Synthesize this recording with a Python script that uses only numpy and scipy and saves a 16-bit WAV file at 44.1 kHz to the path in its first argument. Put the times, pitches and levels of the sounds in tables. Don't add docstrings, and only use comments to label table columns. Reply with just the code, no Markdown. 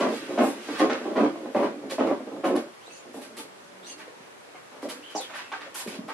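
import sys
import numpy as np
from scipy import signal
from scipy.fft import rfft, irfft, next_fast_len
from scipy.io import wavfile
from scipy.ndimage import uniform_filter1d

SR = 44100
rng = np.random.default_rng(int(sys.argv[2]) if len(sys.argv) > 2 else 0)


def transcribe(u):
    v = np.clip(np.atleast_2d(u).T, -1, 1)
    q = np.round(v * 32767).astype(np.int16)
    wavfile.write(sys.argv[1], SR, q)


N = 270505
T = np.arange(N) / SR

# frequency in Hz, width in Hz before the litter's damping, gain in dB.
TUB_MODES = [(204.4, 54, -0.5), (265.3, 30, -5.5), (294, 61, 0), (340.4, 45, 2.5), (406, 47, -6),
             (438.4, 21, -2.5), (502, 113, -3), (540.8, 15.2, -3.5), (595, 9, -2), (645, 24, 0),
             (690, 29, 0.5), (754, 17, 0), (842, 45, -8), (974, 36, 3.5), (1103, 21, -16), (1238, 12, -6),
             (1515, 112.8, -23), (1650, 120, -14.5), (2006.3, 26, -9.5), (2350, 110, -21),
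             (2800, 120, -34.5)]


def paw_rakes():
    # time in seconds, level in dB, hold in seconds.
    contacts = [(.009, -23, 0.064), (.089, -29.5, 0.0357), (0.288, -31, 0.075), (0.386, -19, 0.05),
                (.449, -27, 0.01496), (.499, -44.5, 0.094), (0.691, -32.5, 0.034), (0.809, -20, 0.03),
                (.896, -29, 0.038), (1.063, -26.5, 0.015), (1.167, -20.5, 0.037), (1.21, -22, 0.02826),
                (1.249, -27.5, 0.017), (1.3, -44, 0.0255), (1.399, -39, 0.026), (1.459, -36, 0.00484),
                (1.558, -19.5, 0.007), (1.599, -22, 0.028), (1.634, -29, 0.037), (1.689, -44, 0.12),
                (1.837, -37, 0.0437), (1.917, -36, 0.0055), (1.996, -20, 0.0045), (2.047, -23, 0.03477),
                (2.111, -25.5, 0.014), (2.199, -35, 0.0087), (2.267, -35.5, 0.011), (2.324, -34.5, 0.04073),
                (2.446, -22, 0.017), (2.505, -25, 0.059), (2.564, -43, 0.1), (2.875, -52, 0.023),
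                (3.054, -46.5, 0.04014), (3.152, -35, 0.021), (3.189, -49.5, 0.073),
                (3.309, -43.5, 0.01248), (3.38, -42.5, 0.016), (4.718, -57, 0.058), (4.838, -33, 0.019),
                (4.919, -48, 0.06865), (5.864, -39, 0.0076), (5.929, -41, 0.027), (5.987, -53, 0.0193)]
    # time in seconds, level in dB.
    shifting = [(0.0, -21), (0.13, -41), (0.68, -47), (1.04, -35), (1.59, -43), (2.49, -52), (2.68, -83),
                (3.93, -53.5), (4.301, -65.5), (5.84, -54), (6.13, -45)]
    rise_s, upper_rise_s, bass_lag_s = 0.012494, 0.0033, 0.0022
    full_rest_s, hard_db = 0.043, -22
    lead_s = rise_s - upper_rise_s
    low_power = level_curve(shifting) ** 2
    high_power = low_power * amp(-14) ** 2
    rests_s = np.diff([row[0] for row in contacts], prepend=-1)
    for (at_s, db, hold_s), rest_s in zip(contacts, rests_s):
        upper_db = -13 + 4.5 * min(rest_s / full_rest_s, 1) + (db - hard_db)
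        add(low_power, *stroke(at_s + bass_lag_s, db, rise_s + bass_lag_s, hold_s, t60_s=0.22))
        add(high_power, *stroke(at_s - lead_s, db + upper_db, upper_rise_s, hold_s + lead_s, t60_s=0.2))
    force = slips(per_s=600, spread_db=2.5, smooth=.4)
    low = ring(force * np.sqrt(low_power), TUB_MODES[:8])
    return low + ring(force * np.sqrt(high_power), TUB_MODES[7:])


def wall_knocks():
    # time in seconds, push in dB, hardness in Hz.
    blows = [(0.383, -13.5, 899), (.69, -5.5, 592.4), (.799, 3, 902), (.9, 5.5, 770), (1.057, -5, 695),
             (1.156, -4, 799.5), (1.184, 10, 700), (1.36, -6.5, 800), (1.461, -4, 599.8), (1.55, 3, 898),
             (1.633, 6, 699), (1.985, 4.5, 902), (2.011, 7.5, 610), (2.116, 2.5, 593), (2.269, -16, 700),
             (2.32, -10.5, 492), (2.44, -3, 880), (2.881, -15, 701), (3.054, -16.5, 443),
             (3.145, -10, 601.2), (3.373, -23, 600), (4.549, -21, 810), (4.831, -5.5, 700),
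             (5.152, -1, 600), (5.162, -7, 900), (5.525, -19, 1225), (5.545, -33, 1201), (6.085, -14, 1190)]
    force, t = np.zeros(N), np.arange(600) / SR
    for at_s, db, hz in blows:
        push = np.diff(t ** 2 * np.exp(-4 * hz * t), 2)
        add(force, round((at_s - .002) * SR), amp(db) * push / abs(rfft(push, 2048)).max())
    return ring(force, TUB_MODES)


def thuds():
    # start in seconds, level in dB, pitch in Hz.
    bumps = [(1.92, -26, 545), (4.078, -37, 506.4), (4.104, -41, 504), (4.201, -43, 161),
             (4.548, -45.5, 748), (4.552, -46, 2170), (4.829, -30.5, 517), (4.852, -30, 578),
             (4.87, -36, 538), (4.925, -37, 503), (5.157, -22, 817), (5.173, -30, 733), (5.186, -33, 775),
             (5.201, -32, 519), (5.391, -37.5, 998.1), (5.528, -32, 790), (5.53, -31.5, 1593),
             (5.663, -38, 575), (5.751, -38.5, 1434), (5.862, -30, 390.4), (5.873, -31.5, 209),
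             (5.877, -42, 2310), (5.986, -29.5, 209), (6.041, -39.5, 178)]
    # frequency ratio, gain in dB.
    patch_modes = [(1., 4), (1.15, -6.5)]
    rise_s, t60_s = 0.0031, 0.08
    out, t = np.zeros(N), np.arange(SR // 6) / SR
    for start_s, db, hz in bumps:
        phase = 2 * np.pi * hz * t * (1 - 0.83 * t)
        pair = sum(amp(mode_db) * np.sin(ratio * phase) for ratio, mode_db in patch_modes)
        add(out, round(start_s * SR), amp(db - 60 * t / t60_s) * pair * ramp(t, rise_s))
    return out


def claw_scratches():
    # time in seconds, level in dB, resonance in Hz.
    scratches = [(.0094, -30.5, 1194), (0.383, -29, 1090), (0.69, -38.5, 1397), (0.748, -37, 1500),
                 (0.799, -27, 988.8), (0.9, -28.5, 1360), (.9324, -46, 1488), (1.163, -38, 1850),
                 (1.2485, -38, 1014), (1.556, -40, 1080), (1.631, -36, 1097), (1.993, -34.5, 1090),
                 (2.0686, -40, 985), (2.444, -30.5, 890), (2.5635, -42, 1117), (3.998, -44, 1590),
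                 (4.203, -52, 900), (4.551, -48, 1120), (4.7195, -48.5, 600), (4.76, -50, 700),
                 (5.153, -49, 940), (5.299, -39.5, 880), (5.341, -38, 1420), (5.379, -41.5, 1779),
                 (5.521, -33, 1060), (5.611, -40, 1400), (5.6594, -62, 1378), (5.8743, -46.5, 2400),
                 (5.9095, -46.5, 2632), (6.086, -35, 980)]
    force = slips(per_s=1100, spread_db=3, smooth=0.48)
    out, t = np.zeros(N), np.arange(400) / SR
    for at_s, db, hz in scratches:
        start, power = stroke(at_s, db, rise_s=0.0055, hold_s=0.0083, t60_s=0.31)
        resonance = np.exp(-np.pi * .7 * hz * t) * np.sin(2 * np.pi * hz * t)
        tick = np.diff(resonance, prepend=0)
        tick = np.convolve(tick, np.hanning(9))
        drive = force[start:start + len(power)]
        drive = drive * np.sqrt(power[:len(drive)])
        add(out, start, signal.oaconvolve(drive, tick / np.linalg.norm(tick)))
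    return out


def claw_taps():
    # start in seconds, level in dB, ring in Hz.
    taps = [(0.7965, -23, 3140), (0.7965, -41, 11500), (0.9331, -27.5, 4380), (1.911, -34, 8140),
            (2.5647, -28.5, 10800), (2.565, -31, 4200), (3.3693, -40, 8900), (4.9, -32, 10500),
            (5.213, -33, 11100), (5.5247, -30.5, 3460), (5.611, -39, 3000), (5.619, -36, 3480),
            (5.876, -33, 3500)]
    decay_s = 0.0009
    out, t = np.zeros(N), np.arange(300) / SR
    for start_s, db, hz in taps:
        rough = 1 + 0.82 * uniform_filter1d(rng.standard_normal(len(t)), size=5)
        snap = rough * np.sin(2 * np.pi * hz * t) * np.exp(-t / decay_s)
        add(out, round(start_s * SR), amp(db) * snap)
    return out


def snorts_and_swishes():
    # time in seconds, level in dB, rise in seconds, hold in seconds.
    bursts = [(.01, -34.5, 0.067, 0.0015), (.17, -41, 0.1045, 0.0039), (.45, -41.5, 0.0599, 0.048),
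              (.77, -41, 0.17, 0.0017), (.797, -33, 0.01818, 0.0045), (1.6, -55, 0.091, 0.03953),
              (1.911, -34.5, 0.016, 0.007), (2.065, -53, 0.00627, 0.0183), (2.447, -44.5, 0.0017, 0.027),
              (2.557, -41.5, 0.0045, 0.016), (3.145, -51.5, 0.016, 0.045), (3.218, -45, 0.00722, 0.01855),
              (3.371, -39.5, 0.004556, 0.023), (3.99, -48, 0.018, 0.0063), (4.827, -45, 0.0081, 0.011),
              (4.893, -37, 0.006434, 0.015), (5.104, -48.5, 0.00583, 0.012), (5.153, -58, 0.00768, 0.0585),
              (5.208, -42.5, 0.011, 0.0116), (5.36, -43.5, 0.019, 0.012), (5.749, -36, 0.0073, 0.05),
              (5.799, -39, 0.00524, 0.0078), (5.875, -40.5, 0.0056, 0.019), (5.94, -46, 0.014, 0.00903),
              (6.084, -49, 0.0068, 0.016)]
    # frequency in Hz, spectral density in dB.
    broad_spectrum = [(530, -12), (900, 9), (985, 6), (1430, 4.5), (1570, 6), (4710, 3), (10600, -17.5),
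                      (12300, -24.5), (13500, -85)]
    hiss_spectrum = [(2500, -32), (5000, -17.5), (7500, -2.5), (10500, 0.5), (12300, 0), (13500, -57)]
    broad_power, hiss_power = np.zeros((2, N))
    for at_s, db, rise_s, hold_s in bursts:
        hiss_share = min(10.4 * hold_s, 1)
        start, power = stroke(at_s, db, rise_s, hold_s, t60_s=0.21)
        add(broad_power, start, power * (1 - hiss_share))
        add(hiss_power, start, power * hiss_share)
    noise = slips(per_s=2500, spread_db=2.5, smooth=.75)
    broad = shaped(noise, broad_spectrum) * np.sqrt(broad_power)
    return broad + shaped(noise, hiss_spectrum) * np.sqrt(hiss_power)


def squeak(start_s, climb_s, hold_s, from_hz, top_hz, end_hz, steady_hz,
           db, steady_db, lock_s, yield_db, sum_db):
    # multiple of the gliding pitch, of the steady pitch, extra fall in dB, delay in seconds.
    mixed_tones = [(2, -1, -41, 0.), (1, 1, 0.5, 0.017)]
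    fall_s, sag, difference_db, octave_db, breath_hz = 0.046, 0.029, 4.5, -5.5, (2474, 8900)
    t = np.arange(0, climb_s + hold_s + fall_s, 1 / SR)
    up, down = ramp(t, climb_s), ramp(t - climb_s - hold_s, fall_s)
    joined = ramp(t - 0.68 * climb_s, .01)
    glide_hz = top_hz - (top_hz - from_hz) * (1 - up) ** 1.3 - (top_hz - end_hz) * down
    sagged_hz = steady_hz * (1 - sag * (1 - up + down))
    level_db = db - 14.5 * down ** 2
    swell_db = level_db - 6 * (1 - up) ** 4
    glide_phase, glide_amp = whistle(glide_hz, swell_db, jitter=.007, flicker_db=5, span_s=.003)
    steady_phase, steady_amp = whistle(sagged_hz, level_db, jitter=.008, flicker_db=5, span_s=.003)
    breath = butterworth(rng.standard_normal(len(t)), "bandpass", breath_hz, order=2)
    rasp_rad = .8
    glide = np.sin(glide_phase + rasp_rad * wobble(len(t), span_s=0.0013))
    steady = np.sin(steady_phase + rasp_rad * wobble(len(t), span_s=0.00069))
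    out = glide_amp * (amp(yield_db * joined) * glide + amp(octave_db) * up * np.sin(2 * glide_phase))
    out += amp(steady_db) * steady_amp * joined * steady
    for (m, n, fall_db, delay_s), tone_db in zip(mixed_tones, (difference_db, sum_db)):
        locked = ramp(t - lock_s - delay_s, .01)
        tone = np.sin(m * glide_phase + n * steady_phase)
        out += amp(tone_db + fall_db * down) * steady_amp * locked * tone
    return round(start_s * SR), out + amp(level_db + 1) * up * unit_rms(breath)


def whimper(contour):
    start, (hz, db) = curves(contour)
    strain = np.minimum(hz / 3000, 1.8)
    phase, level = whistle(hz, db, jitter=.05 * strain, flicker_db=4.5, span_s=.0008)
    breath = amp(-20) * strain ** 3 * wobble(len(hz), span_s=.0003)
    return start, level * (np.sin(phase) + breath * np.cos(phase))


def high_calls():
    # the arguments of squeak(), in order; steady, yield and sum dB are relative to the level.
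    squeaks = [(2.785, .13, 0.062, 2127, 4440, 3706, 2644, -58.5, 1.5, 0.125, -4, 2),
               (3.825, 0.055, 0.023, 3200, 4564, 4400, 2827, -49.5, 1.5, 0.034, -3, -19)]
    # time in seconds, pitch in Hz, level in dB.
    whimpers = [
        [(.215, 2750, -56), (.26, 2700, -54), (.3, 2700, -58)],
        [(5.025, 2688, -48), (5.05, 3109, -49), (5.078, 3266, -51), (5.11, 3036, -49), (5.135, 3037, -52),
         (5.155, 2929, -43)],
        [(5.152, 5468, -40.5), (5.165, 5150, -43), (5.18, 4850, -38), (5.195, 4150, -48), (5.215, 3651, -43.5),
         (5.245, 3200, -44.5), (5.28, 3163, -61)],
        [(5.15, 5780, -41), (5.163, 6020, -38), (5.185, 6310, -46)],
        [(5.153, 7700, -55), (5.172, 7873, -48), (5.19, 7575, -43)],
        [(5.43, 2723, -62), (5.45, 2690, -53), (5.49, 2598, -54), (5.51, 2529, -67)],
    ]
    out = np.zeros(N)
    for row in squeaks:
        add(out, *squeak(*row))
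    for contour in whimpers:
        add(out, *whimper(contour))
    return out


def moan():
    # time in seconds, pitch in Hz, level in dB.
    contour = [(3.45, 200.2, -67), (3.782, 183.5, -64), (4.1, 216, -71)]
    start, (hz, db) = curves(contour)
    phase, level = whistle(hz, db, jitter=.025, flicker_db=3, span_s=.03)
    harmonics = np.sin(phase) + amp(0.5) * np.sin(2 * phase) + amp(3.5) * np.sin(3 * phase)
    out = np.zeros(N)
    add(out, start, level * harmonics)
    return out


def bedding():
    # time in seconds, level in dB.
    wriggling = [(0.0, -42), (0.97, -47.5), (1.71, -58), (4.58, -61), (5.26, -49), (6.13, -65)]
    # frequency in Hz, spectral density in dB.
    spectrum = [(700, -17), (1500, -3), (2800, -6), (5000, -13.5), (9000, -19.5), (13500, -23)]
    return shaped(slips(per_s=3100, spread_db=1, smooth=0.78), spectrum) * level_curve(wriggling)


def floor_bass(drive):
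    # frequency in Hz, width in Hz before the litter's damping, gain in dB.
    board_modes = [(150, 12.6, 0)]
    return amp(-49) * ring(drive, board_modes)


def tiled_room(x, t60_s, wet_db):
    # frequency in Hz, left-right correlation.
    correlation = [(60, 1), (180, 0.96), (520, 0.96), (1540, 0.45), (4540, -0.28), (13400, -0.12)]
    t, parts = np.arange(SR // 4) / SR, crossfaded(x)
    tails = rng.standard_normal((2, len(parts), len(t))) * amp(-60 * t / t60_s) * (t > .002)
    tails /= np.linalg.norm(tails, axis=2, keepdims=True)
    mid_tail, side_tail = signal.oaconvolve(parts[None], tails, axes=2).sum(axis=1)[:, :N]
    wet = amp(wet_db)
    blend = (x + wet * mid_tail) / np.sqrt(1 + wet ** 2)
    mid = coloured(blend, lambda hz: np.sqrt((1 + at_hz(correlation, hz)) / 2))
    side = coloured(side_tail, lambda hz: np.sqrt((1 - at_hz(correlation, hz)) / 2))
    return np.array([mid + side, mid - side])


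def hush():
    # frequency in Hz, spectral density in dB.
    spectrum = [(15, -70), (30, -50), (62, -85.5), (96, -4.5), (270, -3), (400, 4.5), (558, 4.5),
                (637, 2.5), (1080, 0.5), (1260, -0.5), (1870, -3.5), (2780, -8), (10700, -19),
                (12200, -20.5), (13500, -62.5)]
    # frequency in Hz, left-right correlation.
    correlation = [(60, 0.39), (230, -0.084), (900, -0.18), (3470, -0.19), (13400, -0.092)]
    frames, hz = N // 256 + 5, np.fft.rfftfreq(1024, 1 / SR)
    left_re, left_im, other_re, other_im, patches = rng.standard_normal((frames, 513, 5)).T
    patch_db = unit_rms(uniform_filter1d(uniform_filter1d(patches, 14, axis=0), 12, axis=1))
    alike = at_hz(correlation, hz)[:, None]
    left = left_re + 1j * left_im
    right = alike * left + np.sqrt(1 - alike ** 2) * (other_re + 1j * other_im)
    bins = np.array([left, right]) * amp(at_hz(spectrum, hz)[:, None] + patch_db)
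    _, noise = signal.istft(bins, nperseg=1024, noverlap=768)
    return amp(-48.5) * unit_rms(noise[:, :N])


def slips(per_s, spread_db, smooth):
    size = amp(spread_db * np.minimum(rng.exponential(1, N), 4)) * rng.choice([-1., 1.], N)
    jolts = size * (rng.random(N) < per_s / SR)
    return np.sqrt(1 - smooth) * unit_rms(jolts) + np.sqrt(smooth) * rng.standard_normal(N)


def ring(drive, modes):
    detune, spread_db, damping = .04, 2.5, 1.35
    t, out = np.arange(SR // 5) / SR, np.zeros(N)
    for part in crossfaded(drive):
        response = np.zeros(len(t))
        for hz, width_hz, db in modes:
            gain_draw, pitch_draw = rng.standard_normal(2)
            decay = np.sqrt(width_hz) * np.exp(-np.pi * damping * width_hz * t)
            tone = np.sin(2 * np.pi * hz * (1 + detune * pitch_draw) * t)
            response += amp(db + spread_db * gain_draw) * decay * tone
        out += signal.oaconvolve(part, response / np.linalg.norm(response))[:N]
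    return out


def crossfaded(x, count=6, step_s=.09):
    place = (T / step_s - np.arange(count)[:, None]) % count - 1
    return x * np.cos(np.pi / 2 * np.clip(place, -1, 1))


def whistle(hz, db, jitter, flicker_db, span_s):
    phase = 2 * np.pi * np.cumsum(hz * (1 + jitter * wobble(len(hz), span_s))) / SR
    level = np.sqrt(2) * amp(db + flicker_db * wobble(len(hz), 2 * span_s))
    return phase, level * signal.windows.tukey(len(hz), .1)


def stroke(at_s, db, rise_s, hold_s, t60_s):
    t = np.arange(-rise_s, hold_s + t60_s, 1 / SR)
    power = ramp(t + rise_s, rise_s) * amp(db - 60 * np.maximum(t - hold_s, 0) / t60_s) ** 2
    start = round((at_s - rise_s) * SR)
    return max(start, 0), power[max(-start, 0):]


def curves(rows):
    times_s, *columns = np.transpose(rows)
    t = np.arange(times_s[0], times_s[-1], 1 / SR)
    return round(times_s[0] * SR), [np.interp(t, times_s, column) for column in columns]


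def level_curve(rows):
    return amp(np.interp(T, *np.transpose(rows)))


def wobble(length, span_s):
    return unit_rms(uniform_filter1d(rng.standard_normal(length), round(span_s * SR)))


def coloured(x, gain):
    size = next_fast_len(N + SR)
    return irfft(rfft(x, size) * gain(np.fft.rfftfreq(size, 1 / SR)), size)[..., :N]


def shaped(x, spectrum):
    return unit_rms(coloured(x, lambda hz: amp(at_hz(spectrum, hz))))


def at_hz(points, hz):
    points_hz, values = np.transpose(points)
    return np.interp(np.log(hz + 1), np.log(points_hz + 1), values)


def butterworth(x, kind, hz, order):
    return signal.sosfilt(signal.butter(order, hz, kind, fs=SR, output="sos"), x)


def ramp(t, rise_s):
    return np.clip(t / rise_s, 0, 1)


def amp(db):
    return 10 ** (np.asarray(db) / 20)


def unit_rms(x):
    return x / np.sqrt(np.mean(x ** 2) + 1e-20)


def add(mix, start, sound):
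    part = mix[start:][:len(sound)]
    part += sound[:len(part)]


def scene():
    calls, hum, taps = high_calls(), moan(), claw_taps()
    litter = paw_rakes() + wall_knocks() + claw_scratches() + amp(-8) * taps
    litter += bedding() + snorts_and_swishes() + calls
    radiated = butterworth(litter, "highpass", hz=226, order=8)
    lows = floor_bass(litter) + butterworth(thuds(), "highpass", hz=138, order=3) + hum
    lows = butterworth(lows, "highpass", hz=115, order=5)
    stereo = tiled_room(radiated + lows, t60_s=0.17, wet_db=-3.5)
    stereo += amp(-1.5) * taps
    balance_db = [[-.6], [.6]]
    return stereo * amp(balance_db) + hush()


def record(dry):
    treble_top_hz, band_edge_hz = 12070, 13900
    rolled = coloured(dry, lambda hz: 1 / np.sqrt(1 + (hz / treble_top_hz) ** 41))
    lowpass = signal.firwin(511, band_edge_hz, window=("kaiser", 9), fs=SR)
    return signal.oaconvolve(rolled, lowpass[None], "same")


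dry = scene()
out = record(dry)
transcribe(out)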